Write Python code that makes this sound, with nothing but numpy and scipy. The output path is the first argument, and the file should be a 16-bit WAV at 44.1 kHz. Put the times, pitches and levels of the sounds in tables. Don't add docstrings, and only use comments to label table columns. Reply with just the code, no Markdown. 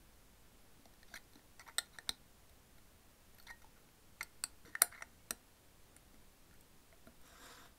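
import sys
import numpy as np
from scipy import signal
from scipy.fft import rfft, irfft, next_fast_len
from scipy.io import wavfile
from scipy.ndimage import uniform_filter1d

SR = 44100
rng = np.random.default_rng(int(sys.argv[2]) if len(sys.argv) > 2 else 0)


def decibels_to_gain(level_db):
    exponent = np.asarray(level_db, float) / 20
    return 10 ** exponent


def dump_mix(stems):
    frames = np.atleast_2d(stems).T
    limited = np.clip(frames, -1, 1)
    pcm = np.round(limited * 32767).astype(np.int16)
    wavfile.write(sys.argv[1], SR, pcm)


N = 343093

FAMILY_HZ = [3000, 6500, 11000]


def evened(x):
    return x / np.sqrt(np.mean(x ** 2) + 1e-20)


def read(points, hz):
    f, value = np.transpose(points)
    return np.interp(np.log(hz + 1), np.log(f + 1), value)


def add(mix, s, sound):
    part = mix[round(s * SR):][:len(sound)]
    part += sound[:len(part)]


def wander(count, width):
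    noise = rng.standard_normal(count)
    return evened(uniform_filter1d(uniform_filter1d(noise, width), width))


def grit(count, spread_db):
    size_db = spread_db * np.minimum(rng.exponential(1, count), 4)
    return rng.standard_normal(count) * decibels_to_gain(size_db)


def resonate(x, hz, width):
    turn = np.exp(2j * np.pi * np.cumsum(hz * np.ones(len(x))) / SR)
    r = np.exp(-np.pi * width / SR)
    return 2 * (turn * signal.lfilter([1 - r], [1, -r], x / turn)).real


def families(kind, strength, ring, grip_db=0):
    mode_hz = [490, 690, 900, 1400, 1850, 2040, 2250, 2600, 3650, 4085, 4470, 4750, 5300, 5800, 6600, 7250,
               7600, 8140, 8300, 8600, 8920, 9450, 9950, 10450, 11350, 11900, 12750, 13300, 13630, 14600]
    # t60/s, then level/dB when struck at lid rim, by coin edge, in a slip,
    # on coin face, on top plate
    box_modes = [(0.073, -13.5, -16, -14.5, -21, -18.5), (0.13, -15.5, -15, -17, -19, -13),
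                 (0.07, -8, -10.5, -15.5, -17, -7), (0.021, -2.5, 1.5, -7.5, 0, 2.5),
                 (0.095, -1.5, -6, -13, -5, -4.5), (0.066, -4.5, -5, -7, -9.5, -0.5),
                 (0.01237, -6, -9, -13.5, -12.5, -2.5), (0.02, -18, -2.5, -23, -7.5, -9)]
    lid_modes = [(0.015, 3, -12, -17.5, -3.5, -19), (0.033, 1.5, -10, -13.5, -1, -20),
                 (0.057, -10, -4.5, -17, -22, -25.5), (0.035, -9, -3.5, -14, -11, -24),
                 (0.017, -12, -11, -16.5, -6, -31.5), (0.029, -1.5, -4, -12.5, 0.5, -19)]
    coin_modes = [(0.0173, -46, -25, -17.5, -10, -24.5), (0.029, -9, -35, -9.5, -12.5, -23),
                  (0.011, -9, -5, -9.5, -24, -30.5), (0.045, -3, 1, -21.5, 1, -23),
                  (0.045, 1, 1, -13.5, -1, -30), (0.029, 2.5, -2.5, -21, -18, -28),
                  (0.017, -3, -0.5, -4, 7, -27), (0.035, -6.5, -6, 1, 5, -22),
                  (0.0184, -12, -45, -4, -22, -29), (0.015, -6.5, -14, 0.5, -21, -22)]
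    coin_top_modes = [(0.0099, -23, -32, -6, -23, -30.5), (0.015, -24, -20, -23.5, -11, -39),
                      (0.02, -33, -29, -12, -8, -26), (0.03, -15.5, -24, -11.5, -16, -32),
                      (0.045, -28, -6, -3, -10, -31.5), (0.012, -26, -9, -18.5, -21, -41)]
    linger_db = [-5.5, -4, -16.5, -17, -3]
    crack_db = [-4, -2, 0, -2.5, -8]
    quick_t60 = 0.011
    weak_ring, scatter_db = 0.55, 3.5
    twin_split, twin_db = 0.01, -3.5

    t = np.arange(3000) / SR
    table = np.array(box_modes + lid_modes + coin_modes + coin_top_modes)
    hz = np.array(mode_hz)[:, None]
    t60 = table[:, :1] * ring * (weak_ring + (1 - weak_ring) * strength)
    db = table[:, 1 + kind:2 + kind] + scatter_db * (1 - strength) * rng.standard_normal(hz.shape)
    sign = (-1) ** np.arange(len(hz))[:, None]

    linger = decibels_to_gain(linger_db[kind] + grip_db - 60 * t / t60)
    twin = decibels_to_gain(twin_db) * linger * np.sin(2 * np.pi * hz * (1 - sign * twin_split) * t)
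    main = (decibels_to_gain(-60 * t / quick_t60) + linger) * np.sin(2 * np.pi * hz * t)
    modes = sign * decibels_to_gain(db) * (main + twin)

    family = np.digitize(hz[:, 0], FAMILY_HZ)
    edges = [500, *FAMILY_HZ, 14900]
    out = []
    for k in range(4):
        rung = modes[family == k].sum(0)
        crack = signal.lfilter(*signal.butter(2, edges[k:k + 2], "band", fs=SR), t == 0)
        out.append([rung / abs(rung).max(), decibels_to_gain(crack_db[kind]) * crack / abs(crack).max()])
    return np.swapaxes(out, 0, 1)


def taps():
    # t/s, tin peak level/dB, coin peak level/dB, contact time/ms
    rim_taps = [(0.855, -56, -64, 1.5), (0.938, -61, -67.5, 0.62), (1.03, -51, -64.5, 1.3),
                (1.334, -61, -65.5, 0.5), (1.356, -52.5, -62, 1.2), (1.393, -57, -73, 0.45),
                (1.677, -54, -59.5, 0.67), (1.783, -27, -27.5, 1.7), (1.788, -35, -28, 1.6),
                (1.986, -41.5, -47.5, 0.37), (2.0917, -32, -28.5, .6), (2.495, -63, -67, 1),
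                (2.783, -60, -71, 1.1), (3.399, -55, -62, 0.8)]
    edge_taps = [(1.183, -72, -63, .5), (1.239, -72, -66, 0.5), (1.595, -50, -51, 1.1),
                 (3.346, -67, -72, 1.9), (3.384, -55.5, -60, 3.4), (3.426, -68, -59, 0.5),
                 (3.435, -71, -64, 0.5), (4.229, -51, -37.5, 1.8), (4.438, -37, -22.5, 0.99),
                 (6.511, -57, -69, 0.79), (6.54, -81.5, -64.5, 0.42), (6.609, -82.5, -56.5, 0.42),
                 (7.215, -63.5, -63, 1), (7.276, -69, -71, 1.04)]
    slips = [
        (4.8152, -46, -58, 0.89),
        (4.8168, -31, -58, 0.95),
        (4.8193, -17.5, -8, 0.87),
        (5.965, -53.5, -47.5, 0.58),
        (7.07, -56, -64.5, 0.93),
    ]
    face_taps = [
        (5.3074, -31.5, -25, 1.6),
    ]
    plate_taps = [(1.14, -46, -51, 3), (1.159, -51, -54, 0.9), (3.619, -57.5, -63, 6.1),
                  (3.645, -63, -63, 1), (3.888, -58, -73, 1.2), (4.2085, -35, -48, 5.5),
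                  (4.752, -34.5, -47, 0.67), (4.925, -45.5, -69, 0.77), (4.948, -49, -65.5, 1.1),
                  (5.007, -46, -63, 3.6), (5.022, -34, -43.5, 2), (6.143, -56, -62.5, 1.2),
                  (6.926, -54, -72, 0.54)]
    # t/s, lingering ring level/dB, lid level/dB, top level/dB
    grip = [(1.595, -2, 4.5, -6), (1.783, -9, -3.5, -1), (1.788, -2, -5, -6), (1.986, 1, -0.5, -9),
            (2.0917, -9, 0.5, -2), (3.4, 0, 0, 3), (4.2085, -11, 4, -4), (4.229, -6, -0.5, 5),
            (4.438, -12, -5, -3), (4.752, -13, -2, 4), (4.8193, -9, 0, -1), (5.022, 1, -6, 3),
            (5.3072, -10, -1.5, 3.5), (5.965, -7, -1.5, -10), (6.3, -7, -3, 3)]
    ring_factor = [0.57, 0.99, 0.58, 0.45, 0.55]
    lid_answer_db = [6.5, 2, -9.5, -2.5, 1]
    coin_top_db = [-3, -10.5, -6.5, -10, -15]
    lid_follows_box = 0.15
    chatter_db = -6
    light_top_db, light_crack_db = 12, 6

    out, dry, ms = np.zeros(N), np.zeros(N), np.arange(800) * 1000 / SR
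    grip_s, *grip_columns = np.transpose(grip)
    for kind, table in enumerate([rim_taps, edge_taps, slips, face_taps, plate_taps]):
        for s, box_db, coin_db, contact_ms in table:
            strength = np.clip((max(box_db, coin_db) + 55) / 20, 0, 1)
            grip_db, lid_grip_db, top_grip_db = (np.interp(s, grip_s, c) for c in grip_columns)
            lid_db = coin_db + lid_follows_box * (box_db - coin_db) + lid_answer_db[kind] + lid_grip_db
            top_db = coin_db + coin_top_db[kind] + light_top_db * (1 - strength) + top_grip_db

            chatter = grit(len(ms), 3.4) * np.exp(-ms / max(contact_ms, 0.05))
            chatter *= decibels_to_gain(chatter_db) * contact_ms / np.linalg.norm(chatter)
            blow = (ms == 0) + chatter
            answer = families(kind, strength, ring_factor[kind], grip_db)
            rung, crack = signal.fftconvolve(answer, [[blow]], axes=2)
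            crack = crack * decibels_to_gain(light_crack_db * (1 - strength))
            gain = decibels_to_gain(np.array([box_db, lid_db, coin_db, top_db])) / abs(rung + crack).max(1)
            add(out, s, gain @ (rung + crack))
            add(dry, s, gain @ crack)
    return out, dry


def scrapes():
    # t/s, length/ms, rms level/dB, pinched box f/Hz
    rasps = [
        (1.153, 11.6, -55, 2100),
        (1.165, 12, -57.5, 2120),
        (1.34, 54, -79, 900),
        (1.598, 21, -63, 1500),
        (3.4665, 12, -60.5, 1710),
        (3.498, 14, -58.5, 1860),
        (4.649, 9.2, -65, 1380),
        (4.657, 44, -67, 1000),
    ]
    # t/s, length/ms, rms level/dB, pinched box start f/Hz, end f/Hz
    rubs = [(1.661, 13, -62, 1100, 1600), (1.678, 21, -58, 880, 1450), (1.679, 22, -64, 2300, 2000),
            (1.703, 16, -71, 1400, 1900), (1.942, 20, -65, 1300, 1300), (2.07, 13, -65, 900, 900),
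            (3.482, 14, -57, 1940, 1940), (3.76, 28, -72.5, 1400, 1400), (4.701, 64, -69.5, 2000, 2000),
            (4.912, 20.7, -59.5, 1300, 1750), (4.932, 39, -60, 1750, 2050), (4.975, 23, -62.5, 1990, 2050),
            (6.525, 28, -73, 1500, 1500)]
    # t/s, length/ms, rms level/dB, pinched lid start f/Hz, end f/Hz
    sings = [
        (1.075, 85, -74.5, 4450, 4600),
        (1.856, 15, -74, 3800, 3900),
        (1.926, 43, -75, 3950, 3500),
    ]
    sing_db = [3.5, -5, -8]
    rasp_db, rub_db = [-3.5, -9, -1], [-12.5, -19, -7]
    crack_gain = decibels_to_gain(3.5)
    pinch_width = 0.25

    out = np.zeros(N)
    for table, (lid_db, coin_db, leak_db) in [(rasps, rasp_db), (rubs, rub_db), (sings, sing_db)]:
        for s, length_ms, box_db, *pinch_hz in table:
            count = round(length_ms * SR / 1000)
            stroke = grit(count=4000, spread_db=6)[:count] * signal.windows.tukey(count, 0.15)
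            modes, crack = families(kind=4, strength=0, ring=0.39)
            rung = signal.fftconvolve(modes + crack_gain * crack, stroke[None], axes=1)

            held = np.digitize(pinch_hz[0], FAMILY_HZ)
            glide_hz = np.interp(np.arange(rung.shape[1]), [0, count], [pinch_hz[0], pinch_hz[-1]])
            pinched = resonate(rung[held], glide_hz, pinch_width * pinch_hz[-1])
            rung[held] = pinched + decibels_to_gain(leak_db) * rung[held]
            rms_db = box_db + np.array([0, lid_db, coin_db, coin_db - 2.5])
            add(out, s, decibels_to_gain(rms_db) / rung[:, :count].std(1) @ rung)
    return out


def soft_rings(events, t60):
    out, t = np.zeros(N), np.arange(8000) / SR
    for s, db, hz in events:
        add(out, s, decibels_to_gain(db - 60 * t / t60) * np.sin(2 * np.pi * hz * t) * (1 - np.exp(-t / 0.000453)))
    return out


def knocks():
    # t/s, peak level/dB, f/Hz
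    panels = [(.795, -56, 261), (0.86, -58, 230), (1.14, -56, 230), (1.358, -51, 276), (2.092, -45, 255),
              (4.439, -54, 123), (4.649, -51.5, 141), (4.681, -50.5, 310), (4.819, -49.5, 300),
              (4.8205, -41, 690), (3.644, -50.5, 880), (4.4385, -56, 4580), (2.093, -45, 59.6),
              (5.307, -49, 229), (6.14, -55, 254), (6.51, -57, 137.5), (7.072, -48.5, 242)]
    # t/s, peak level/dB, f/Hz
    damped_modes = [(2.091, -56.5, 440), (3.469, -55, 940), (3.508, -54, 902), (4.2295, -53, 13640),
                    (4.4395, -48, 8250), (4.438, -54, 263), (4.8, -58.5, 800), (4.819, -46, 488),
                    (4.819, -53.5, 222), (4.9, -54, 95), (6.926, -58, 667), (4.66, -56, 490), (3.8, -62, 500),
                    (7.071, -57, 110), (7.071, -54.5, 650)]
    # t/s, peak level/dB, f/Hz
    pings = [(0.857, -50.5, 700), (3.399, -51, 1420), (1.1395, -37.5, 1600), (2.0922, -22.5, 4080),
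             (3.347, -56, 11500), (4.209, -31.5, 2110), (1.143, -45, 4230), (1.154, -49, 4200),
             (1.166, -46.5, 3280), (1.169, -54, 9200), (1.16, -51, 6440), (4.7525, -28, 1830),
             (5.0225, -42, 5830), (5.964, -50, 9500), (7.071, -50, 1386), (7.071, -62, 9700),
             (7.276, -60.5, 11300)]
    # t/s, peak level/dB, f/Hz
    free_modes = [(1.115, -58, 710), (1.789, -51, 1850), (3.508, -47, 1870), (3.512, -63, 4060),
                  (3.625, -68, 1900), (1.16, -64, 2540), (5.0225, -61, 8140), (5.2, -70, 2200),
                  (5.3075, -61, 4050), (1.789, -52, 7800), (1.789, -52, 8170), (3.468, -60, 4120),
                  (4.4385, -48, 8020), (4.754, -57, 1400), (4.82, -50, 13300), (5.3075, -54, 8150),
                  (5.3075, -53, 9450), (2.093, -58, 3800), (4.823, -43, 697), (4.82, -49, 13900),
                  (4.82, -52, 12250), (1.789, -60, 11700), (1.789, -56, 3600), (1.789, -58, 1400),
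                  (1.789, -60, 700)]
    held = soft_rings(panels, t60=0.054) + soft_rings(damped_modes, t60=0.059)
    return held + soft_rings(pings, t60=0.021) + soft_rings(free_modes, t60=0.105)


def coin_catches():
    # t/s, peak level/dB, f/Hz
    chips = [(1.141, -51, 10500), (1.1425, -47, 5870), (1.986, -47, 8350), (2.0918, -32, 4650),
             (7.2755, -60, 10800), (1.141, -51, 13200), (1.783, -32.5, 3600), (1.788, -30, 3610),
             (1.783, -44, 3200), (1.783, -40, 5100), (4.65, -54, 1400), (7.071, -56, 4000),
             (1.783, -21.5, 8080), (1.783, -42, 13100), (2.0918, -24.5, 3810), (2.0918, -35, 4980),
             (2.0918, -43, 8800), (2.0918, -42, 13400), (2.0918, -40, 14500), (3.4692, -45.5, 3600),
             (3.62, -53, 1300), (4.2087, -41, 5920), (4.2087, -46, 4420), (4.2095, -27, 2030),
             (4.229, -47, 11500), (4.229, -42, 8600), (5.3074, -42, 11500), (5.3074, -44, 3000),
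             (4.4382, -40, 1100), (4.229, -46, 12300), (4.229, -50, 14500), (4.4382, -34.5, 1416),
             (4.4382, -38, 4560), (4.4385, -41, 2600), (4.4385, -34, 9300), (4.753, -50, 10000),
             (4.8195, -24, 13850), (4.8195, -29, 12680), (5.022, -50, 10240), (5.3073, -30, 7960),
             (5.3073, -40, 6680), (5.3073, -37, 4750)]
    # t/s, peak level/dB, f/Hz
    catches = [(1.1415, -48, 1660), (1.1535, -52, 2150), (1.1575, -43, 2030), (1.1602, -40, 2070),
               (1.167, -51, 2100), (1.17, -47, 2060), (1.174, -56, 1900), (1.5965, -46, 2020),
               (1.601, -51, 1900), (1.596, -55, 900), (1.609, -52, 2050), (1.612, -57, 1350),
               (1.614, -52, 1950), (1.62, -55, 2250), (1.621, -57, 950), (1.664, -57, 1300),
               (1.667, -54, 2000), (1.668, -55, 950), (1.6775, -47, 920), (1.678, -53, 2250),
               (1.684, -50, 900), (1.685, -56, 2240), (1.6875, -45, 1320), (1.695, -48, 2050),
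               (1.696, -53, 1440), (1.709, -56, 1880), (4.917, -55, 1470), (4.9245, -51, 1670),
               (4.934, -51, 1920), (4.941, -48, 2100), (4.948, -48, 1880), (4.953, -50, 2150),
               (4.962, -55, 2000), (4.977, -49, 2040), (4.983, -48, 2050), (4.992, -58, 2100),
               (3.399, -52.5, 4400), (3.504, -44.5, 900), (3.4762, -48, 1990), (3.508, -49, 1880),
               (3.484, -54, 1900), (3.491, -51, 1950), (3.5, -45, 1880), (1.986, -41, 1800),
               (4.4382, -35, 4580), (4.8195, -33, 2110), (1.786, -30.5, 4080), (1.7885, -36, 3650),
               (1.785, -38, 1414), (4.209, -52, 4600), (4.209, -48, 5950), (4.209, -52, 7350)]
    # t/s, peak level/dB, f/Hz
    crackle = [(1.1415, -52, 14200), (1.1475, -54, 13000), (1.1445, -50, 4300), (1.156, -55, 12500),
               (1.158, -54, 11500), (1.1605, -49, 13500), (1.16, -51, 9000), (1.1625, -53, 9000),
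               (1.1655, -52, 13000), (1.165, -54, 6000), (1.17, -53, 13500), (1.1715, -53, 5800),
               (1.173, -53, 10000), (1.173, -54, 13000), (1.175, -54, 3800), (3.4675, -52, 4300),
               (3.471, -46, 4300), (3.4735, -44, 3500), (3.473, -45, 1700), (3.4795, -50, 4200),
               (3.482, -50, 4200), (3.49, -47, 4200), (3.4975, -52, 4200), (3.505, -52, 4400),
               (3.509, -54, 5000), (3.474, -56, 7400), (4.819, -34, 600), (1.783, -39, 3020),
               (1.783, -38, 6800), (1.788, -36, 5500), (5.3074, -34, 6700), (1.146, -45, 1350),
               (1.15, -52, 4600), (4.82, -42, 1020), (4.8195, -30, 2230), (1.784, -46, 680)]
    return soft_rings(chips, t60=0.013) + soft_rings(catches, t60=0.027) + soft_rings(crackle, t60=0.007)


def slide():
    # t/s, level/dB
    pressure = [
        (7.19, -93),
        (7.258, -70),
        (7.41, -67),
        (7.44, -61.5),
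        (7.6, -64),
        (7.665, -65.5),
        (7.71, -84),
        (7.75, -86),
    ]
    # f/Hz, width/Hz, level/dB, strongest at t/s
    body_peaks = [(276, 49, -5.5, 7.5), (495, 30, -4, 7.5), (690, 42, -4.5, 7.5), (1000, 68, -5.5, 7.5),
                  (1300, 205, -6.5, 7.55), (1600, 90, -5, 7.48), (1880, 190, -10, 7.43)]
    # f/Hz, width/Hz, level/dB, strongest at t/s
    shell_peaks = [(2300, 500, -10, 7.5), (3780, 320, 4, 7.58), (4950, 610, -2.5, 7.55),
                   (5750, 230, 1, 7.38), (6250, 330, -5.5, 7.5), (7520, 380, 0.5, 7.44),
                   (9200, 540, -4.5, 7.5), (10600, 1300, -13, 7.45), (11800, 270, -3.5, 7.46),
                   (13100, 900, -8, 7.55)]
    trim_db, ridge_db, span_s = 3, 1.6, 0.25
    parts = [(body_peaks, 0, 0.5, 0), (shell_peaks, -9.5, 3.5, 0.07)]

    s, pressure_db = np.transpose(pressure)
    t = np.arange(s[0], s[-1], 1 / SR)
    since = t - s[0]
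    rub, out = grit(len(t), spread_db=1), np.zeros(N)
    level_db = np.interp(t, s, pressure_db) + 1 * wander(len(t), width=300)
    for peaks, sag_db, fade_db, sink in parts:
        ridges = []
        for hz, width, db, best in peaks:
            ridge_level_db = db + ridge_db * wander(len(t), width=1500) - fade_db * abs(t - best) / span_s
            ridges.append(decibels_to_gain(ridge_level_db) * resonate(rub, hz * (1 - sink * since), width))
        mixed = sum(ridges[::2]) - sum(ridges[1::2])
        add(out, s[0], evened(mixed) * decibels_to_gain(level_db + trim_db + sag_db * since))
    return out


def room(x):
    # f/Hz, t60/s, level/dB
    room_bands = [(300, 0.17, 8), (814, 0.16, 4), (1800, 0.2, -3.5), (2945, 0.16, -1.5), (7900, 0.19, -8.5),
                  (12500, 0.14, -3.5), (15000, 0.12, -11)]
    # delay/s, level/dB
    echoes = [
        (.0025, -19),
        (.0062, -23),
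        (.0115, -28),
        (.0165, -28),
        (.025, -31),
    ]
    room_db, start_s, smear_s = -16.5, 0.0016, 0.00054

    sparse = np.zeros(SR // 2)
    at = np.arange(0, len(sparse) - 20, 20)
    sparse[at + rng.integers(0, 20, len(at))] = rng.choice([-1., 1.], len(at))
    hz, t, z = signal.stft(sparse, SR, nperseg=256)
    t60, db = (read(np.array(room_bands)[:, [0, k]], hz)[:, None] for k in (1, 2))
    tail = signal.istft(z * decibels_to_gain(db - 60 * t / t60), SR, nperseg=256)[1]
    tail *= 1 - np.exp(-np.arange(len(tail)) / (SR * start_s))
    tail *= decibels_to_gain(room_db) / np.linalg.norm(tail)
    for s, echo_db in echoes:
        scattered = rng.standard_normal(400) * np.exp(-np.arange(400) / (SR * smear_s))
        add(tail, s, decibels_to_gain(echo_db) * scattered / np.linalg.norm(scattered))
    return signal.oaconvolve(x, tail)[:N]


def hiss():
    # f/Hz, level per Hz/dB
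    hiss_spectrum = [(0.59, -30.5), (1.0, 8), (16, -4), (33, -6.5), (53, -7), (152, -16), (178, -14.5),
                     (370, -20), (533, -21), (626, -23), (707, -23), (1950, -28), (5580, -32),
                     (11100, -32.5), (16000, -34.5)]
    count = next_fast_len(N)
    hz = np.fft.rfftfreq(count, 1 / SR)
    z = rfft(rng.standard_normal(count)) * decibels_to_gain(read(hiss_spectrum, hz))
    z /= irfft(z * (hz > 20), count).std()
    low = 1 / (1 + (hz / 300) ** 2)
    rumble = irfft(z * low, count) * decibels_to_gain(0.9 * wander(count, width=3000))
    return decibels_to_gain(-65) * (irfft(z * (1 - low), count) + rumble)[:N]


def scene():
    struck, crack = taps()
    tin = struck + scrapes() + knocks() + coin_catches()
    sideways = decibels_to_gain(5.5) * crack
    return (tin + room(tin + sideways) + slide() + hiss())[None]


def low_pass(x):
    return signal.sosfilt(signal.butter(12, 16530, fs=SR, output="sos"), x)


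def record(dry):
    edge_hz = [0, 15690, 15800, 16500, SR / 2]
    edge_db = [0, 0, -30, -42, -60]
    edge = signal.firwin2(1601, edge_hz, decibels_to_gain(np.array(edge_db)), fs=SR)
    last = signal.firwin(401, 16350, fs=SR)
    below = signal.oaconvolve(dry, edge[None], "same")
    loud = np.clip(uniform_filter1d(dry ** 2, size=256) / decibels_to_gain(2 * -41) - 1, 0, 1)
    past_edge = signal.oaconvolve(loud * (dry - below), last[None], "same")
    mix = below + decibels_to_gain(-14) * past_edge
    return low_pass(mix)


dry = scene()
out = record(dry)
dump_mix(out)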